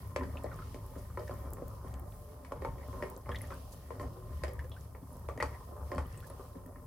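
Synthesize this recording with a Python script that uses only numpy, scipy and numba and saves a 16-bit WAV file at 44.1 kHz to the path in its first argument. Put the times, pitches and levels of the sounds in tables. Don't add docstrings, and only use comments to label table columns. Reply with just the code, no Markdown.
import sys
import numpy as np
from scipy import signal
from scipy.io import wavfile
from scipy.ndimage import uniform_filter1d
from numba import njit

SR = 44100
rng = np.random.default_rng(int(sys.argv[2]) if len(sys.argv) > 2 else 0)


def persist_wave(psi):
    counts = np.round(np.clip(psi, -1, 1) * 32767).astype(np.int16)
    wavfile.write(sys.argv[1], SR, np.atleast_2d(counts).T)


N = 302526

# [t/s, peak level of the pan floor/dB, share of the ring time,
# then level against the floor/dB of: plate thud, pan wall, glass, crack]
KNOCKS = [(.161, -24.5, 0.39, -22, -5.5, -2.5, -12.5), (.186, -41, 1.1, -1, -2, -17, -25),
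          (.222, -44, 0.5, -18, 7, -12, -25), (.209, -37.5, 1.2, 1, 1.5, -8, -33),
          (.234, -40.5, 1.4, 0, -15, -10, -9), (0.355, -38.5, 0.66, -6, -2.5, -43, -25),
          (.442, -26.5, 0.44, -20, -42, -23, -22), (.744, -37.5, 0.22, -5, -31, -7, -9.5),
          (.961, -37.5, 0.53, -5.5, -20, -22, -38), (1.173, -32.5, 0.69, -31, 1.5, -7, -19),
          (1.195, -33.5, 0.76, -40, -38, -27, -16), (1.294, -32.5, 0.27, -21, -11, -14, -32),
          (1.31, -37.5, 1.3, -5.5, 1, -23, -15), (1.445, -50, 0.85, 3, -17, -24, -32),
          (1.569, -44.5, 1, -7, -1, -7, -27), (1.62, -34, 0.41, -7, -28, -24, -37),
          (1.713, -56, 1.6, -12, 9.5, -16, -27), (1.845, -41, 0.4, -3, -7, -26, -28),
          (2.448, -58, 0.55, -25, 13, 13.5, 7), (2.52, -31, 0.41, -20, 0.5, -11.5, -15),
          (2.62, -35, 0.93, -14, -14, -8.5, -17), (2.648, -30.5, 0.6, -16, 2, -7.5, -13.5),
          (2.781, -46, 1.2, -8, -7, -9, -23), (2.929, -40, 0.88, -27, -4, -12, -29),
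          (3.024, -29, 0.76, -40, -8, -2.5, -19.5), (3.162, -40.5, 0.43, -20, -27, -31, -29),
          (3.259, -53.5, 0.6, 4.5, 5, 3, -27), (3.291, -34.5, 0.65, -31, 4, -5.5, -13.5),
          (3.505, -39.5, 0.88, -18, -11, -8, -25), (3.905, -33.5, 0.29, -32, -2, -14, -26),
          (3.997, -38.5, .6, -5, -1, -5, -7.5), (4.012, -39, 0.47, -13, -4, -8, -15),
          (4.029, -41, 1.7, -2.5, -8, -10, -16), (4.167, -47, 1.6, -24, -7, -27, -25),
          (4.436, -27.5, 0.52, -50, -8.5, -3, -8), (4.48, -38.5, 1.6, -41, -20, -27, -10),
          (4.52, -47, 1.3, -22, -13, -15, -25), (4.949, -47, 0.76, -15, 0, -2, -29),
          (5.025, -53.5, 0.71, 10.5, -6, -22, -19), (5.114, -53, 0.65, 1, -7, -32, -30),
          (4.642, -54, 0.42, -17, -15, -31, -14), (5.287, -31, 0.19, -37, -3.5, -10, -16.5),
          (5.376, -36.5, 0.24, -33, -19, -14, -18), (5.401, -30.5, 0.36, -33, -1.5, 0.5, -22),
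          (5.425, -28, 0.43, -41, 8, -1, -4.5), (5.689, -46, .7, -6, -16, -36, -28),
          (5.71, -43, 1.3, -14, -17, -28, -30), (5.917, -29, 1, -38, -7, -6.5, -18),
          (5.958, -39.5, 0.87, 5, -5, -18, -10), (5.981, -29.5, 0.38, -13, 2.5, -6, -10.5),
          (6.3, -44, 0.7, -24, -3, -12, -12), (6.395, -40.5, 1.1, -26, -4, -33, -29),
          (6.553, -45, 1.7, 4, -23, -15, -32), (6.659, -54.5, 0.99, 9, 2, -4, -24),
          (6.758, -55, 1.4, 6, 6, 2.5, -19)]
# [t/s, peak level/dB, starting f/Hz, glide over one t60/octaves (negative falls)]
PLOPS = [(0.213, -53, 1140, -0.12), (0.233, -45, 1630, -0.15), (.25, -51, 1600, .05),
         (0.373, -54, 2730, 1.6), (.528, -42, 1314, -0.87), (0.956, -46, 1233, 0.013),
         (1.101, -48.5, 1226, .05), (3.434, -58, 1330, 1.2), (4.641, -43, 478, 0.93),
         (4.717, -49, 500, 1.54), (5.376, -46, 1815, 0.64), (6.15, -62, 2800, 0),
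         (6.186, -66, 1750, -0.052), (6.304, -59, 1860, -0.13), (6.397, -54, 1310, 0),
         (0.371, -39.5, 2600, 0.2), (.381, -62, 3620, -0.24), (.465, -49, 2000, -0.17),
         (0.515, -42, 1457, -1.16), (0.589, -40, 1270, 0.012), (.62, -44.5, 1416, -0.71),
         (1.278, -44.5, 1810, -0.31), (2.829, -55, 1960, 0.61), (3.316, -43.5, 3140, 0.33),
         (3.318, -38.5, 1790, -0.58), (3.346, -35.5, 1855, 0.46), (3.359, -36.5, 3670, -0.71),
         (3.365, -53, 3300, -0.0055), (3.53, -48, 1490, 0.37), (5.296, -37, 1153, 0.17),
         (3.408, -44.5, 2020, 0.32), (3.417, -35, 10960, -0.019), (3.436, -50, 10900, -0.1),
         (3.538, -53, 4470, 0.27), (3.44, -49, 1780, 1), (3.505, -39, 1270, 0.36), (3.518, -37, 1045, 0.76),
         (4.592, -37, 1723, 0.36), (4.644, -57, 1730, -.19), (4.717, -47, 3360, -0.035),
         (4.765, -49, 1460, 1.03), (4.948, -60, 1850, -0.31), (5.129, -47, 10900, -0.39),
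         (5.403, -29, 1810, 1), (5.545, -51, 1930, -0.19), (6.135, -59, 2680, 0.13),
         (6.175, -45, 8270, -0.22), (6.176, -60, 2560, -0.038), (6.227, -48, 1350, 1),
         (6.24, -49, 1690, .2), (6.299, -44.5, 10400, 0)]
# [t/s, peak level before panning/dB, f/Hz, left minus right/dB]
TICKS = [(0.436, -45, 9300, -5), (.542, -52, 5000, -9), (0.56, -48, 10200, -3), (.863, -45, 12200, 6),
         (1.279, -49, 4720, -3), (1.339, -49, 10900, -3), (1.388, -52, 10800, 4), (1.505, -44, 12200, 7),
         (1.534, -34, 10800, 7), (1.681, -42, 10800, -1), (1.882, -48, 10900, -3), (1.94, -47.5, 6220, -6),
         (1.996, -43, 13900, -8), (3.1, -38, 12700, 2), (3.164, -45, 5840, -5), (3.176, -42, 12400, -1.5),
         (3.357, -50, 4130, -11), (3.386, -46, 6360, -1.5), (3.472, -48, 9000, -1.5),
         (3.543, -46, 9680, -2), (4.488, -49, 11000, -6), (4.534, -42.5, 12200, 2), (4.592, -50, 11940, -6),
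         (4.696, -49, 10900, -8), (5.195, -47, 13700, -.5), (5.376, -46.5, 6750, 1),
         (6.067, -48, 12800, -3), (6.126, -50, 6500, -9), (6.204, -50, 2600, -2), (6.203, -46, 11900, -3),
         (6.267, -47, 12600, -7), (6.274, -53, 10300, -19), (6.662, -47, 9900, 4), (.075, -47, 11000, -2),
         (.228, -56, 11100, -2), (1.019, -51, 14000, -2), (2.879, -48, 12300, -3), (4.809, -50, 5840, -7),
         (5.168, -49, 8200, -2), (5.949, -50, 8000, -2), (6.249, -54, 5980, -6), (2.122, -55, 2300, -4),
         (1.94, -50, 2100, 0)]
# [f/Hz, relative level/dB, unshortened t60/s]
BODY_MODES = [(183, -5, 0.11), (262, 5, 0.076), (378, -5.5, 0.12), (427, 7, 0.023), (483.3, -6.5, 0.17),
              (549, -1, 0.11), (593, -9, 0.67), (702, 10, 0.0083), (860, -11.5, 0.17), (958.3, -6.5, 0.29),
              (1038.4, 4.5, 0.079), (1167, 2, 0.037), (1301, 0.5, 0.029), (1847, 17.5, 0.017),
              (1930, -27, 0.029), (1895, 4, 0.011), (2140, 4, 0.046), (2310, -10, 0.2), (2770, -15, 0.024),
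              (3140, -3, 0.087), (4540, 0, 0.035), (5050, 0, 0.024)]
# [lowest f/Hz, highest f/Hz]
KNOCK_PARTS = ((330, 750), (120, 330), (750, 1400), (1400, 2800), (2800, 9500))
# [f/Hz, half the width of each of two filters in series/Hz, relative level/dB]
TABLE_MODES = [(50.1, 9.4, -4), (71.1, 11.4, 2.5), (99, 13.2, -0.5), (124.6, 38.5, -10.5)]
# [f/Hz, relative level per Hz/dB]
HISS_SPECTRUM = [(1530, -36), (2600, 0), (3090, -0.5), (3600, -11), (4900, 2), (7540, -6.5), (8190, -2),
                 (11100, 6), (15100, 2.5), (15800, -7)]
# [t/s, rumble through the table/dB, drumming on the pan/dB, sloshing water/dB]
SIMMER = [(0.0, -43.5, -55.5, -64), (0.23, -44, -57.5, -73), (0.36, -42.5, -52, -64),
          (1.01, -45.5, -57, -71.5), (1.22, -42.5, -61, -65), (1.36, -43, -51.5, -63.5),
          (1.83, -45.5, -55, -85), (1.87, -41, -53.5, -69), (2.23, -48.5, -57.5, -79.5),
          (2.46, -52, -55.5, -74), (2.67, -39.5, -52, -74), (2.83, -46.5, -54, -79),
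          (3.02, -41.5, -48, -68), (3.23, -51.5, -62, -80), (3.28, -39, -51.5, -71), (3.4, -42.5, -52, -66),
          (3.69, -48, -58.5, -81), (3.9, -49, -57, -75), (4.07, -41.5, -52.5, -80), (4.18, -49.5, -57, -80),
          (4.34, -41, -57, -76), (4.64, -44.5, -56, -68.5), (5.04, -50, -58.5, -85),
          (5.27, -43.5, -55.5, -75), (5.46, -44, -50.5, -68), (5.66, -49, -57, -79),
          (5.84, -47, -50.5, -82), (5.88, -44.5, -57.5, -68), (6.0, -43, -47.5, -102),
          (6.11, -45, -56, -69), (6.4, -51, -56, -80), (6.86, -48.5, -58, -83)]
# [t/s, peak level/dB, f/Hz]
BOOMS = [(.19, -33.5, 71), (1.461, -42, 67.6), (1.85, -32, 69.3), (2.96, -36.5, 73.7), (3.27, -40, 69),
         (4.03, -40.5, 65.8), (4.3, -35.5, 74.2), (4.418, -39, 73.5), (4.56, -35, 72.6), (5.41, -38.5, 72),
         (5.79, -38, 73.4), (5.96, -31.5, 71.6), (6.28, -44, 69.8)]
# [t/s, peak level before panning/dB, time scale/s, lowest f/Hz, highest f/Hz]
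SPURTS = [(0.976, -53.5, 0.028, 4000, 9500), (2.773, -54, 0.071, 1600, 2270),
          (3.717, -46, 0.027, 4160, 15000), (3.996, -52, .05, 6000, 14000), (4.723, -57, 0.038, 2820, 3900),
          (5.509, -51, .07, 1700, 2190), (6.262, -51, 0.025, 4000, 15000)]

SWELL_DB, SLOSH_WANDER_DB = 2.5, 2.0
GLUG_DB = -7
HISS_DB, FIZZ_DB = -64, -15
SPLASH_DB, SPLASH_SHARE, SPLASH_WANDER_DB = -79.5, 0.28, 2.2
SPRAY_DB, SPRAY_S, SNAP_S = -15, 0.006, 0.0006
ROOM_T60_S, ROOM_DB = 0.12, -9
MIX_DB, DETUNE, CONTACT_TURNS = 3, 0.022, 0.7
RING_MOST_S, WET_POWER = 0.16, 1.3
RATTLE, RATTLE_S = 0.15, 0.036
CRACK_S, CLACK = 0.006, 1.6
SCRAPE_DB, SCRAPE_S = -17, 0.029
STIRRED_DB, STIR_RISE_S, SETTLE_S = -23, 0.0058, 0.032
SHAKEN_DB = -25
BOOM_RISE_S, BOOM_FADE_S = 0.015, 0.061
PLOP_T60_S, PLOP_SHORTENS = 0.092, 0.76
LEFT_RIGHT = np.array([[1], [-1]])


def undb(db):
    return 10 ** (np.asarray(db) / 20)


def level(x, db):
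    return x * undb(db) / np.sqrt(np.mean(x ** 2))


def peak(x, db):
    return x * undb(db) / np.abs(x).max()


def add(out, s, sound):
    start = int(s * SR)
    piece = out[..., start:start + sound.shape[-1]]
    piece += sound[..., :piece.shape[-1]]


def times(seconds):
    return np.arange(int(seconds * SR)) / SR


@njit
def svf(x, hz, width):
    y, b, l = np.empty(len(x)), 0., 0.
    g, k = np.tan(np.pi * hz / SR), width / hz
    for i in range(len(x)):
        v = (b + g * (x[i] - l)) / (1 + g * (g + k))
        b, l, y[i] = 2 * v - b, l + 2 * g * v, k * v
    return y


def band(x, lo_hz, hi_hz):
    return signal.sosfilt(signal.butter(3, (lo_hz, hi_hz), "band", fs=SR, output="sos"), x)


def walk(rate):
    k = int(SR / rate)
    steps = np.repeat(rng.standard_normal(N // k + 1), k)
    return 1.58 * uniform_filter1d(uniform_filter1d(steps, k), k)[:N]


def grains(rate, spread_db):
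    happens = rng.random(N) < rate / SR
    sizes = undb(spread_db * np.minimum(rng.exponential(size=N), 3.0))
    return happens * rng.standard_normal(N) * sizes


def rumble():
    mid, side = (grains(rate=1200, spread_db=1.5) for _ in range(2))
    ports = []
    for shake in mid + 0.095 * side * LEFT_RIGHT:
        port = 0
        for hz, half_width, db in TABLE_MODES:
            once = svf(shake, hz, 2.0 * half_width)
            port = port + undb(db) * svf(once, hz, 2.0 * half_width) / np.sqrt(half_width)
        ports.append(port)
    out = np.array(ports)
    swell = uniform_filter1d(uniform_filter1d((out ** 2).mean(0), size=3000), size=3000)
    return level(out / swell ** 0.3, 0)


def drumming(lo_hz, hi_hz, tilt_db, wide):
    out = 0
    mid, side = (band(grains(rate=1000, spread_db=1.5), lo_hz, hi_hz) for _ in range(2))
    for hz, db, t60 in BODY_MODES:
        if lo_hz <= hz < hi_hz:
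            width = np.log(1000) / np.pi / t60
            tilt = tilt_db * np.log2(hz / lo_hz)
            gain = undb(db + tilt + SWELL_DB * walk(9)) / width
            apart = wide * hz / hi_hz * svf(side, hz, width)
            out = out + gain * (svf(mid, hz, width) + apart * LEFT_RIGHT)
    return level(out, 0)


def gurgle(count, lo_hz, octaves, cycles, glide):
    out = np.zeros((2, N))
    for when, pitch, size, place, rise in rng.random((count, 5)):
        hz = lo_hz * 2 ** (octaves * pitch)
        turns = np.arange(int(3 * cycles * SR / hz)) * hz / SR
        blip = np.sin(2 * np.pi * turns * (1 + glide * rise * turns)) * np.exp(-2 * turns / cycles)
        size_db = -4 * np.log(1 - .97 * size)
        side_db = 3.0 * (place - 2.5) * LEFT_RIGHT
        add(out, when * N / SR, blip * undb(size_db + side_db))
    return level(out, 0)


def hiss(splash_db):
    out, (f, density_db) = 0, np.transpose(HISS_SPECTRUM)
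    fizz = [level(grains(rate=380, spread_db=3.0), FIZZ_DB) for _ in range(2)]
    breath_db = 1.06 * walk(13) + 0.27 * walk(3.02)
    for hz in 2600 * 2 ** np.arange(0, 2.7, 1 / 4):
        lift_db = splash_db * min((4500 / hz) ** 2.7, 1)
        db = np.interp(np.log(hz), np.log(f), density_db) + lift_db + breath_db + 0.89 * walk(17)
        out = out + undb(db) * np.array([svf(rng.standard_normal(N) + z, hz, hz / 5) for z in fizz])
    return level(band(out, 2300, 20000), HISS_DB) * undb([[-.5], [.5]])


def ticks():
    out, t = np.zeros((2, N)), times(.08)
    for s, db, hz, pan_db in TICKS:
        wisp = undb(SPRAY_DB) * rng.standard_normal((2, len(t))) * np.exp(-t / SPRAY_S)
        click = rng.standard_normal(len(t)) * t / SNAP_S * np.exp(1 - t / SNAP_S)
        burst = band(wisp + click, 0.7 * hz, min(1.58 * hz, .45 * SR))
        add(out, s, peak(burst, db) * undb(pan_db * LEFT_RIGHT / 2))
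    return out


def room(x):
    t = times(.3)
    tail = rng.standard_normal((2, len(t))) * np.exp(-np.log(1000) * t / ROOM_T60_S) * (t > .002)
    tail = signal.sosfilt(signal.butter(1, 500, "high", fs=SR, output="sos"), tail)
    tail = tail * undb(ROOM_DB) / np.sqrt((tail ** 2).sum(1, keepdims=True))
    return signal.fftconvolve(x[None], tail)[:, :N]


def knocks():
    out, t = np.zeros((2, N)), times(.15)
    hz, db, free_t60 = np.transpose(BODY_MODES)
    for s, peak_db, lasts, *shares_db in KNOCKS:
        mix = rng.standard_normal((4, len(hz)))
        longest = RING_MOST_S * np.minimum(1000 / hz, 1) ** WET_POWER
        t60 = np.minimum(free_t60, longest) * np.clip(lasts, .15, 1.5) * 2 ** (0.32 * mix[3])
        turn = np.outer(2 * np.pi * hz * (1 + DETUNE * mix[1]), t)
        lead = (0.29 * mix[2] * np.sqrt(hz / 1000))[:, None] * LEFT_RIGHT[:, :, None]
        decay = np.exp(-np.log(1000) * t / t60[:, None])
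        rings = undb(db + MIX_DB * mix[0])[:, None] * np.sin(turn + lead) * decay
        rings = rings * (1 - np.exp(-np.outer(hz, t) / CONTACT_TURNS))
        rattles = rng.random(len(t)) < .015
        blow = RATTLE * rng.standard_normal(len(t)) * rattles * np.exp(-t / RATTLE_S)
        blow[0] = 1
        roughness_db = 25 * uniform_filter1d(rng.standard_normal(len(t)), size=100)
        grit = rng.standard_normal((2, len(t))) * undb(roughness_db)
        scrape = grit[0] + .25 * grit * LEFT_RIGHT
        scrape = scrape * (1 - np.exp(-t / 0.0023)) * np.exp(-t / SCRAPE_S)
        crack = np.exp(-t / CRACK_S)
        rings[:, hz.searchsorted(2000)] += CLACK * rng.standard_normal((2, len(t))) * crack
        rings[:, -1] += rng.standard_normal((2, len(t))) * crack
        for (lo, hi), share_db in zip(KNOCK_PARTS, (0, *shares_db)):
            part = rings[:, (hz >= lo) & (hz < hi)].sum(1)
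            ring = signal.fftconvolve(part, blow[None])[:, :len(t)]
            add(out, s, peak(band(ring, 1.047 * lo, 1.06 * hi), peak_db + share_db))
            add(out, s, peak(band(scrape, lo, hi), peak_db + share_db + SCRAPE_DB))
    return out


def stirred(peaks_db):
    kicks, t = np.zeros(N), times(.8)
    np.add.at(kicks, (np.transpose(KNOCKS)[0] * SR).astype(int), undb(peaks_db))
    motion = (1 - np.exp(-t / STIR_RISE_S)) * np.exp(-t / SETTLE_S)
    return np.abs(signal.fftconvolve(kicks, motion)[:N])


def booms():
    out, t = np.zeros(N), times(.4)
    for (s, db, hz), start in zip(BOOMS, rng.random(len(BOOMS))):
        shape = (1 - np.exp(-t / BOOM_RISE_S)) ** 2 * np.exp(-(t / BOOM_FADE_S) ** 1.4)
        add(out, s, peak(shape * np.sin(2 * np.pi * (hz * t + start)), db))
    return out


def plops():
    out, t = np.zeros(N), times(.1)
    for s, db, hz, rise in PLOPS:
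        t60 = PLOP_T60_S * (1000 / hz) ** PLOP_SHORTENS
        phase = 2 * np.pi * np.cumsum(hz * 2 ** (rise * np.minimum(t / t60, 1))) / SR
        smooth = 2.5 * SR / hz
        wobble = uniform_filter1d(rng.standard_normal((2, len(t))), int(smooth)) * np.sqrt(smooth)
        shape = (1 - np.exp(-t / 0.00026)) * np.exp(-np.log(1000) * t / t60)
        tone = (1 + 0.5 * wobble[0]) * np.sin(phase + 0.27 * wobble[1]) * shape
        splash = band(rng.standard_normal(len(t)), 0.4 * hz, min(1.28 * hz, .45 * SR))
        splash = splash * np.exp(-t / (1.1 * t60))
        add(out, s, peak(tone + peak(splash, -22.5), db))
    return out


def spurts():
    out = np.zeros((2, N))
    for s, db, length, lo_hz, hi_hz in SPURTS:
        turn = np.arange(int(1.6 * length * SR)) / (length * SR)
        noise = rng.standard_normal(len(turn)) + rng.standard_normal((2, len(turn)))
        burst = noise * turn * np.exp(-2.5 * turn ** 2)
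        add(out, s, peak(band(burst, lo_hz, min(hi_hz, .45 * SR)), db) * undb([[-1.5], [1.5]]))
    return out


def scene():
    s, *columns = np.transpose(SIMMER)
    rumble_db, drum_db, slosh_db = (np.interp(np.arange(N) / SR, s, c) for c in columns)
    _, floor_db, _, _, _, glass_db, _ = np.transpose(KNOCKS)
    slosh = undb(slosh_db) + stirred(floor_db + glass_db + STIRRED_DB)
    slosh = slosh * undb(SLOSH_WANDER_DB * walk(11))
    drum = undb(drum_db + 0.31 * walk(10.0)) + stirred(floor_db + SHAKEN_DB)
    splash_db = SPLASH_SHARE * 20 * np.log10(slosh / slosh.mean()) + SPLASH_WANDER_DB * walk(6.75)

    steady = undb(rumble_db) * rumble()
    steady += drum * drumming(180, 1223, tilt_db=-0.46, wide=0.71)
    steady += slosh * drumming(1430, 2420, tilt_db=-.3, wide=1.0)
    ripples = gurgle(count=500, lo_hz=1350, octaves=1.0, cycles=11.0, glide=0.0064)
    steady += slosh * undb(-18.0) * ripples
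    glugs = gurgle(count=450, lo_hz=322.7, octaves=1.6, cycles=22.0, glide=0.0172)
    steady += drum * undb(GLUG_DB) * glugs
    splashes = gurgle(count=1100, lo_hz=2870, octaves=2.04, cycles=27, glide=0.0042)
    steady += undb(SPLASH_DB + splash_db) * splashes

    struck = knocks() + plops() + booms()
    spray = ticks() + spurts()
    direct = (steady + struck) * undb(.45 * LEFT_RIGHT) + spray
    return direct + room((struck + spray).mean(0)) + hiss(splash_db - splash_db.mean())


def record(dry):
    dry = signal.sosfilt(signal.butter(5, 38, "high", fs=SR, output="sos"), dry)
    return signal.sosfilt(signal.ellip(10, .2, 70, 16000, fs=SR, output="sos"), dry)


dry = scene()
out = record(dry)
persist_wave(out)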